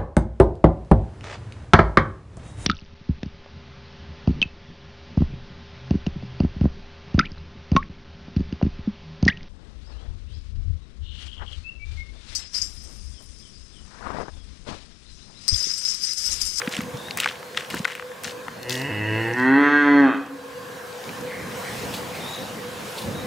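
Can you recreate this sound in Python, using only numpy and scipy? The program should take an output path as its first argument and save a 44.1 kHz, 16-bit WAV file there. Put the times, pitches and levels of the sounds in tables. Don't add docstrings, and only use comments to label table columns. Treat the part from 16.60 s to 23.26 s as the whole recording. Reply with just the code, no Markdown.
import sys
import numpy as np
from scipy import signal
from scipy.fft import rfft, irfft
from scipy.io import wavfile
from scipy.ndimage import uniform_filter1d, map_coordinates

SR = 44100
rng = np.random.default_rng(int(sys.argv[2]) if len(sys.argv) > 2 else 0)


def dump_mix(stems):
    frames = np.atleast_2d(stems).T
    limited = np.clip(frames, -1, 1)
    pcm = np.round(limited * 32767).astype(np.int16)
    wavfile.write(sys.argv[1], SR, pcm)


def boost_factor(decibels):
    exponent = np.asarray(decibels, float) / 20
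    return 10 ** exponent


N = 293706

# (time [s], pitch [Hz])
HUM_PITCH = [
    (1.93, 116),
    (2.2, 130),
    (2.29, 149.5),
]
GROWL_PITCH = [
    (2.315, 103.5),
    (2.425, 105.4),
    (2.56, 110),
    (2.69, 115.3),
]
CALL_PITCH = [
    (2.78, 124),
    (2.89, 132.3),
    (3.0, 143),
    (3.164, 146.6),
    (3.262, 143.9),
    (3.4, 142),
    (3.474, 132.8),
    (3.502, 123.2),
    (3.55, 100),
]
# (time [s], level [dB])
HUM_EFFORT = [(1.9, -61), (2.0, -51), (2.11, -33), (2.3, -32), (2.45, -29), (2.58, -27.5), (2.755, -30.5)]
CALL_EFFORT = [(2.79, -21.5), (2.9, -20.5), (3.0, -20), (3.07, -17.5), (3.27, -19), (3.4, -22), (3.47, -25),
               (3.54, -28), (3.6, -40)]
# (time [s], opening [-1 to 3], breath share [0-1])
HUM_JAW = [
    (2.3, -1, .3),
    (2.4, -1, .16),
    (2.53, -1, .14),
    (2.74, 0, .2),
]
CALL_JAW = [
    (2.79, 1, .06),
    (2.95, 1, .05),
    (3.04, 2, .04),
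    (3.4, 2, .04),
    (3.51, 3, .07),
    (3.58, 3, .25),
]
# (frequency [Hz], width [Hz], level [dB])
THROAT_SHUT = [(285, 310, -2), (680, 170, -13), (935, 160, -10), (1660, 360, -12.5), (1940, 240, -2),
               (2650, 190, -8), (2865, 150, -7), (4300, 250, -28)]
THROAT_PARTING = [(285, 310, -2), (800, 250, -10), (960, 200, -12), (1660, 360, -10), (1900, 260, -4),
                  (2600, 220, -15), (2865, 150, -20), (4300, 250, -28)]
THROAT_HALF = [(274, 114, -2.5), (397, 130, -13.5), (936, 450, -15), (1534, 184, -8.5), (1902, 170, -6),
               (2654, 210, -26), (3210, 350, -32), (4185, 320, -33.5)]
THROAT_WIDE = [(273.6, 140, -1), (433, 150, -24), (590, 90, -22), (1060, 1100, -13.5), (1590, 200, -2),
               (1930, 200, -5), (2650, 280, -25), (3250, 220, -23), (3650, 240, -31), (4270, 130, -27),
               (6270, 250, -42)]
THROAT_CLOSING = [(273, 140, -1), (400, 150, -20), (780, 300, -8), (1170, 300, -4), (1500, 300, -5),
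                  (1850, 250, -13), (2550, 250, -15), (3150, 260, -20), (3650, 300, -27), (4270, 170, -34)]

# (time [s], peak [dB], centre [Hz])
SNAPS = [(0.017, -15, 1750), (0.075, -17, 2140), (0.125, -20, 3890), (0.138, -16, 2450), (0.167, -15, 2640),
         (0.206, -18, 1800), (0.509, -16.5, 3330), (0.6345, -11.5, 2400), (0.6435, -12, 2300),
         (0.659, -8, 1400), (0.6745, -12, 2500), (0.688, -15.5, 2700), (0.712, -23, 1570),
         (0.756, -28.5, 2530), (0.973, -10, 2700), (1.142, -15.5, 1370), (1.246, -17, 3010),
         (1.2515, -8, 1500), (1.279, -20.5, 1720), (1.324, -24.5, 1660), (1.397, -19, 1580),
         (1.424, -24.5, 1390), (1.644, -18.5, 5350), (1.65, -20.5, 2080), (1.679, -23, 1900),
         (1.882, -20, 1400), (4.328, -31, 4500), (4.44, -30, 3500), (4.492, -23.5, 2300),
         (0.001, -24, 1560), (0.0469, -29, 2320), (0.0634, -31, 3300), (0.1138, -29, 3700),
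           (0.1331, -24, 3500), (0.1451, -20, 2690), (0.1519, -20, 3000), (0.484, -27, 2000),
           (0.6273, -16, 2200), (0.6982, -22, 2200), (0.8287, -27, 1730), (0.9469, -27, 2200),
           (0.9753, -12, 2000), (0.9856, -25, 2800), (1.0075, -24, 2800), (1.0215, -30, 1500),
           (1.1075, -21, 2830), (1.1681, -23, 2080), (1.1764, -24, 2400), (1.2865, -26, 1600),
           (1.2999, -26, 1600), (1.3778, -29, 1600), (1.5166, -31, 1500), (1.6952, -25, 3000),
           (1.7087, -30, 3000)]
# (time [s], peak [dB], centre [Hz], sharp tick [dB])
GRIT_CRACKS = [(0.0922, -25, 6740, -30), (0.2154, -31, 5560, -27), (0.3721, -28, 4570, -37),
               (0.573, -19, 1540, -14), (0.601, -10, 3300, -17), (0.6095, -36, 3300, -22),
               (1.102, -21, 2850, -26), (1.1462, -30, 6500, -24), (1.1886, -25, 5430, -44),
               (1.352, -21, 1870, -28), (1.636, -29, 2080, -22.5), (2.0304, -26.5, 4850, -26.5),
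               (2.095, -17, 4100, -17), (2.106, -17, 3730, -29), (2.124, -18, 4130, -36),
               (2.153, -20.5, 3780, -28), (2.2167, -20, 3480, -28), (2.7362, -31, 5000, -50),
               (2.799, -25.5, 3740, -41)]
# (time [s], peak [dB])
SHARDS = [(0.0609, -38), (0.0828, -33), (0.1128, -35), (0.1211, -32), (0.127, -24), (0.1338, -27),
          (0.1457, -30), (0.1505, -29), (0.1661, -20), (0.2073, -30), (0.3399, -39), (0.3671, -41),
          (0.5745, -19), (0.5865, -34), (0.6013, -13), (0.6089, -26), (0.622, -35), (0.6341, -29),
          (0.6435, -30), (0.6589, -24), (0.6737, -31), (0.6865, -34), (0.7109, -35), (0.7195, -41),
          (0.9466, -37), (0.9637, -32), (0.9746, -23), (1.0022, -37), (1.0458, -37), (1.1136, -30),
          (1.1325, -38), (1.1721, -35), (1.1839, -31), (1.1927, -31), (1.2293, -36), (1.2509, -25),
          (1.2795, -33), (1.2988, -37), (1.5125, -44), (1.6924, -40), (1.7035, -39), (3.4797, -42),
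          (3.5741, -47), (3.6624, -41), (4.6104, -34)]
# (time [s], peak [dB], pitch [Hz])
HEELS = [
    (0.0755, -17, 233),
    (0.188, -17, 215),
    (0.341, -27, 134),
    (1.14, -20, 300),
    (1.2, -21, 185),
    (5.235, -24, 240),
]
# (time [s], length [s], crunch [dB], body [dB])
SOLES = [
    (0.117, 0.16, -39, -30),
    (0.58, 0.19, -37.5, -27.5),
    (0.972, 0.097, -41, -29),
    (1.11, .15, -39, -33),
    (1.277, 0.18, -46, -33),
    (1.642, .12, -36, -33),
    (2.099, 0.19, -34, -70),
    (2.776, .15, -48, -70),
]
# (frequency [Hz], level [dB])
CRUNCH_HIGH = [(2500, -6), (4500, 10.5), (8000, 4.5), (12000, -5.5), (16000, -6)]
CRUNCH_BODY = [(400, -27), (900, 18.5), (1700, 25.5), (2800, 25.5), (4200, 12), (6500, -50)]
# (time [s], length [s], level [dB])
SCUFFS = [
    (5.34, 0.07, -33),
    (5.555, 0.05, -39),
    (5.68, .06, -43),
    (6.375, 0.1, -35),
]
# (frequency [Hz], level [dB])
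STRAW = [(1200, -24), (2700, -4), (4300, 0), (5800, -14), (9000, -13), (15000, -15)]

# (delay [s], left [dB], right [dB])
ECHOES = [
    (.0023, -18, -13.5),
    (.0061, -12, -10),
    (.011, -12, -9),
    (.023, -18.5, -18),
    (0.046, -21.5, -26.5),
    (0.082, -30, -28),
    (.131, -15, -19.5),
]
# (frequency [Hz], T60 [s])
TAIL_DECAY = [(150, 0.69), (400, 0.83), (1200, 0.65), (2500, 0.5), (5000, .6), (12000, 0.17)]
# (frequency [Hz], level [dB])
TAIL_TONE = [(100, -12), (350, -11), (600, -10), (1000, -4), (1700, -4), (2600, 1), (5000, -3)]
# (frequency [Hz], level [dB], T60 [s])
SHED_MODES = [
    (271, -39, 1.3),
    (278, -41.5, 1.2),
]

# (time [s], length [s], pitch [Hz], level [dB])
TRILLS = [
    (0.37, .23, 3750, -39),
    (5.6, .3, 3800, -33.5),
    (6.53, .15, 3850, -39),
]
CROWS = [
    (4.66, 0.29, 2055, -33),
    (5.02, .22, 2060, -34),
    (5.5, 0.21, 2260, -36),
]
SQUEAKS = [
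    (0.8, 0.14, 4200, -49),
    (1.85, .21, 4260, -49),
]

# (time [s], level [dB])
AUTO_GAIN = [(0.0, -48), (0.55, -49.5), (0.74, -52), (1.2, -50), (1.35, -56), (1.84, -51), (2.65, -52),
             (2.84, -54.5), (3.47, -58), (4.13, -51), (4.99, -45), (5.3, -43.5), (5.71, -45), (6.66, -46.5)]
# (frequency [Hz], level [dB])
AIR = [(200, -41.5), (400, 4), (800, 1), (1500, -3), (3000, -6.5), (6000, -12.5), (15500, -20.5),
       (17000, -42)]
WIND = [(15, -45), (59, -20), (96, -8.5), (200, -5.5), (340, -12), (420, -26.5), (550, -13.5), (920, -120)]
# (frequency [Hz], width [Hz], level [dB])
FAN_DUCT = [
    (496.4, 22, 2),
    (1051, 146, -14),
    (1610, 340, -17),
]
# (time [s], peak [dB], decay [dB/s])
GUSTS = [
    (0.19, -37, 21),
    (1.146, -38, 95),
    (1.64, -43.5, 5),
    (2.4, -39, 14),
    (4.49, -38.5, 10),
    (4.75, -38, 3),
    (5.25, -34, 15),
    (5.79, -37.5, 14),
    (6.47, -28.5, 18),
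]
# (frequency [Hz], left-right likeness [0-1])
LIKENESS = [(60, 0.95), (130, 0.9), (290, 0.78), (640, 0.68), (1410, 0.41), (3100, 0.55), (6820, 0.92),
            (15000, 1)]


def moo():
    pitch, = curves(HUM_PITCH + GROWL_PITCH + CALL_PITCH)
    mouth_db, = curves(HUM_EFFORT + CALL_EFFORT)
    jaw, breath = curves(HUM_JAW + CALL_JAW)

    chest_hz, chest_width_hz, boost_db, thins_db = 281.5, 11.5, 17.5, 3.5
    skirt = 4.2
    detune = np.maximum(2 * pitch - chest_hz, (chest_hz - 2 * pitch) / skirt)
    boom_db = boost_db / (1 + (2 * detune / chest_width_hz) ** 4) - thins_db
    chest_db = mouth_db - 1 + np.clip(jaw / 2, 0, 1) * boom_db

    nose_shut_db, nose_open_db, nose_holds = -2, -28, 0.3
    nose_db = chest_db + nose_shut_db + (nose_open_db - nose_shut_db) * np.clip(jaw - nose_holds, 0, 1)

    phase = 2 * np.pi * np.cumsum(pitch * (1 + 0.024 * breath * wobble(70))) / SR
    pulses = unit(np.sin(55.5 * phase) / (2 * np.sin(phase / 2) + 1e-9) - 0.5 - np.cos(phase))
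    puffs = unit(rng.standard_normal(N) * (1 + np.cos(phase)) ** 2)
    folds = pulses * boost_factor(4.8 * breath * wobble(90)) + breath * puffs

    voice = np.zeros(N)
    shapes = (THROAT_SHUT, THROAT_PARTING, THROAT_HALF, THROAT_WIDE, THROAT_CLOSING)
    for opening, modes in enumerate(shapes, start=-1):
        share = np.clip(1 - np.abs(jaw - opening), 0, 1)
        voice += share * unit(coloured(folds, throat(modes))[0])
    voice = unsteady(voice, depth_db=1.3)

    chest = signal.sosfiltfilt(signal.butter(2, 620, fs=SR, output="sos"), voice)
    call = boost_factor(chest_db - 1.55) * levelled(chest) + boost_factor(mouth_db - 1.25) * levelled(voice - chest)
    nose = boost_factor(nose_db + 4.0) * np.sin(phase)
    return gate(HUM_EFFORT + CALL_EFFORT, fade=0.036) * (call + nose)


def throat(modes):
    hz = np.geomspace(30, 20000, 600)
    power = sum(boost_factor(2 * db) / (1 + (2 * (hz - c) / w) ** 2) ** 2.2 for c, w, db in modes)
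    return np.transpose([hz, 10 * np.log10(power)])


def unsteady(x, depth_db):
    z = signal.stft(x, nperseg=1024)[2]
    drift = uniform_filter1d(rng.standard_normal(z.shape), size=4, axis=0)
    drift = uniform_filter1d(drift, size=14, axis=1)
    return signal.istft(z * boost_factor(depth_db * unit(drift)), nperseg=1024)[1][:N]


def levelled(x):
    return x / np.sqrt(np.abs(uniform_filter1d(x ** 2, size=1800)) + 1e-6)


def yard(x, wet_db):
    hz, t, z = signal.stft(rng.standard_normal((2, SR)), SR, nperseg=256)
    decay = boost_factor(-60 * t / along(TAIL_DECAY, hz)[:, None])
    tail = signal.istft(z * decay, SR, nperseg=256)[1]
    strength = np.linalg.norm(tail[0])
    tail = coloured(tail, TAIL_TONE)[:, :tail.shape[1]]
    tail = np.pad(boost_factor(wet_db) * tail / strength, ((0, 0), (1500, 0)))
    tail[1] = 1.09 * tail[0] + 0.26 * tail[1]
    t = np.arange(tail.shape[1]) / SR
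    for hz, db, t60 in SHED_MODES:
        tail += boost_factor(db - 39 - 60 * t / t60) * np.sin(2 * np.pi * hz * t)
    for s, left_db, right_db in ECHOES:
        tail[:, round(s * SR)] += boost_factor([left_db, right_db])
    tail[:, 0] = 1
    return signal.fftconvolve(x[None], tail, axes=1)[:, :N]


def boots():
    return stones() + heels() + soles()


def stones():
    out, t = np.zeros((2, N + 1024)), np.arange(1024) / SR
    tick_under_db = -36
    cracks = [(s, db, hz, db + tick_under_db) for s, db, hz in SNAPS] + GRIT_CRACKS
    for s, db, hz, tick_db in cracks:
        t60 = np.abs(0.013 + 0.0003 * (db + 20))
        burst = rng.standard_normal(len(t)) * boost_factor(-60 * t / t60)
        snap = panned(boost_factor(db) * band(burst, hz / 1.5, hz * 1.35), walker_pan_db(s))
        place(out, s, snap + boost_factor(tick_db) * band(burst, 6500, 16000))
    for s, db in SHARDS:
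        burst = rng.standard_normal(len(t)) * boost_factor(-60 * t / 0.015)
        place(out, s, panned(boost_factor(db - 1.5) * band(burst, 4800, 8700), walker_pan_db(s)))
    return out[:, :N]


def walker_pan_db(s):
    start_db, db_per_s, max_db, scatter_db = 0.5, 3.5, 7, 2
    return min(start_db + db_per_s * s, max_db) + scatter_db * rng.standard_normal()


def heels():
    out, t = np.zeros((2, N + 1024)), np.arange(1024) / SR
    cycles = 1.9
    for s, db, hz in HEELS:
        shape = np.exp(-(t * hz / cycles) ** 4) * (1 - np.exp(-t / 0.0015))
        place(out, s, boost_factor(db) * shape * np.sin(2 * np.pi * hz * t))
    return out[:, :N]


def soles():
    grains = rng.standard_normal((2, N)) * boost_factor(4.2 * wobble(600) + 1.2 * wobble(90))
    grains[1] = 0.75 * grains[0] + 0.43 * grains[1]
    high, body = unit(coloured(grains, CRUNCH_HIGH)), unit(coloured(grains, CRUNCH_BODY))
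    straw = unit(coloured(rng.standard_normal(N) * boost_factor(2.5 * wobble(150)), STRAW))
    out = np.zeros((2, N))
    for s, length, crunch_db, body_db in SOLES:
        out += roll(s, length) * (boost_factor(crunch_db) * high + boost_factor(body_db - 4) * body)
    for s, length, db in SCUFFS:
        out += roll(s, length) * boost_factor(db) * straw
    return out


def roll(s, length):
    shape = [(s - 0.02, -26), (s, 0), (s + length / 2, -5.5), (s + length, -21.5)]
    return gate(shape) * boost_factor(curves(shape)[0])


def caller(calls, buzz_hz, depth, blur, peak_at, start_db, end_db, slide):
    out = np.zeros(N)
    for s, length, centre_hz, top_db in calls:
        shape = [(s, 1 - slide, start_db), (s + peak_at * length, 1, 0), (s + length, 1, end_db)]
        bend, swell_db = curves(shape)
        level = boost_factor(top_db + swell_db - 1.5 + 1.1 * wobble(49))
        chop = 1 + depth * np.cos(2 * np.pi * np.cumsum(buzz_hz * (1 + 0.17 * wobble(7.7))) / SR)
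        hz = centre_hz * bend * (1 + blur * wobble(300))
        out += gate(shape) * level * chop * np.sin(2 * np.pi * np.cumsum(hz) / SR)
    return out


def background():
    gain_db, = curves(AUTO_GAIN)
    hiss = rush(lambda hz: boost_factor(along(AIR, hz)), patchy_db=1.9)
    return boost_factor(gain_db + 9.5 + 0.93 * wobble(6)) * hiss + fan(gain_db) + wind()


def fan(gain_db):
    t = np.arange(N) / SR
    surge_db, surge_s, peak_s = 2.5, 2.39, 2.21
    drone_db = -41 + 0.16 * (gain_db - gain_db.mean())
    drone_db = drone_db + surge_db * np.cos(2 * np.pi * (t - peak_s) / surge_s)

    def duct(hz):
        return sum(boost_factor(db) / (1 + (2 * (hz - c) / w) ** 2) for c, w, db in FAN_DUCT)

    noise = boost_factor(drone_db + 1.2 * wobble(5)) * rush(duct, patchy_db=1.2)
    blade_hz, blade_db = 497 + 7 * wobble(25), -9 + 1.5 * wobble(12)
    return noise + boost_factor(drone_db + blade_db) * np.sin(2 * np.pi * np.cumsum(blade_hz) / SR)


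def wind():
    t = np.arange(N) / SR
    rise_db_per_s, calm_db = 143, -50
    gusts = [db - np.maximum(dying * (t - s), rise_db_per_s * (s - t)) for s, db, dying in GUSTS]
    level = boost_factor(np.maximum(np.max(gusts, axis=0), calm_db))
    return level * rush(lambda hz: boost_factor(along(WIND, hz)), patchy_db=1.9)


def rush(gain, patchy_db):
    hz, _, z = signal.stft(rng.standard_normal((2, N)), SR, nperseg=2048)
    patches = uniform_filter1d(rng.standard_normal(z.shape[1:]), size=14, axis=0)
    patches = uniform_filter1d(patches, size=3, axis=1)
    turn = np.arccos(np.clip(along(LIKENESS, hz), -1, 1)) / 2
    mid_side = gain(hz) * np.array([np.cos(turn), np.sin(turn)])
    z = z * boost_factor(patchy_db * unit(patches)) * mid_side[:, :, None]
    mid, side = signal.istft(z, SR, nperseg=2048)[1][:, :N]
    return unit(np.array([mid + side, mid - side]))


def unit(x):
    return x / np.sqrt(np.mean(x ** 2) + 1e-20)


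def along(points, hz):
    f, v = np.transpose(points)
    return np.interp(np.log(hz + 1), np.log(f + 1), v)


def curves(rows):
    s, *cols = np.transpose(rows)
    return [np.interp(np.arange(N) / SR, s, c) for c in cols]


def gate(rows, fade=0.005):
    t = np.arange(N) / SR
    return np.clip(np.minimum(t - rows[0][0], rows[-1][0] - t) / fade, 0, 1)


def wobble(rate):
    knots = rng.standard_normal(int(N * rate / SR) + 4)
    return map_coordinates(knots, [np.arange(N) * rate / SR])


def coloured(x, points):
    hz = np.fft.rfftfreq(8192, 1 / SR)
    cep = irfft(np.log(boost_factor(along(points, hz)) + 1e-6))
    cep[1:4096] *= 2
    cep[4097:] = 0
    pulse = irfft(np.exp(rfft(cep)))[:4096]
    return signal.fftconvolve(np.atleast_2d(x), pulse[None], axes=1)[:, :N]


def band(x, lo_hz, hi_hz):
    x = signal.sosfilt(signal.butter(2, [lo_hz, hi_hz], "band", fs=SR, output="sos"), x)
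    return x / np.abs(x).max()


def panned(x, pan_db):
    return x * np.array([[boost_factor(pan_db / 2)], [boost_factor(-pan_db / 2)]])


def place(out, s, x):
    start = round(s * SR)
    out[:, start:start + x.shape[-1]] += x


def scene():
    cow = panned(yard(moo(), wet_db=-8), -0.5)
    trills = caller(TRILLS, buzz_hz=76.6, depth=0.46, blur=0.03, peak_at=0.49,
                    start_db=-6, end_db=-14, slide=0.03)
    crows = caller(CROWS, buzz_hz=140, depth=0.61, blur=0.11, peak_at=0.192,
                   start_db=-13, end_db=-15, slide=0.04)
    steel = caller(SQUEAKS, buzz_hz=30, depth=0.2, blur=0.0049, peak_at=0.79,
                   start_db=-12, end_db=-2.5, slide=0.001)
    return cow + boots() + panned(trills, 4.0) + crows + steel + background()


def roll_off(x):
    return signal.sosfilt(signal.butter(12, 16500, fs=SR, output="sos"), x)


def record(dry):
    mix = signal.sosfilt(signal.butter(2, 45, "high", fs=SR, output="sos"), dry)
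    mix = mix / (1 + np.abs(mix / 0.85) ** 8) ** 0.125
    mix = signal.sosfiltfilt(signal.cheby2(12, 40, 16300, fs=SR, output="sos"), mix)
    return roll_off(mix)


dry = scene()
out = record(dry)
dump_mix(out)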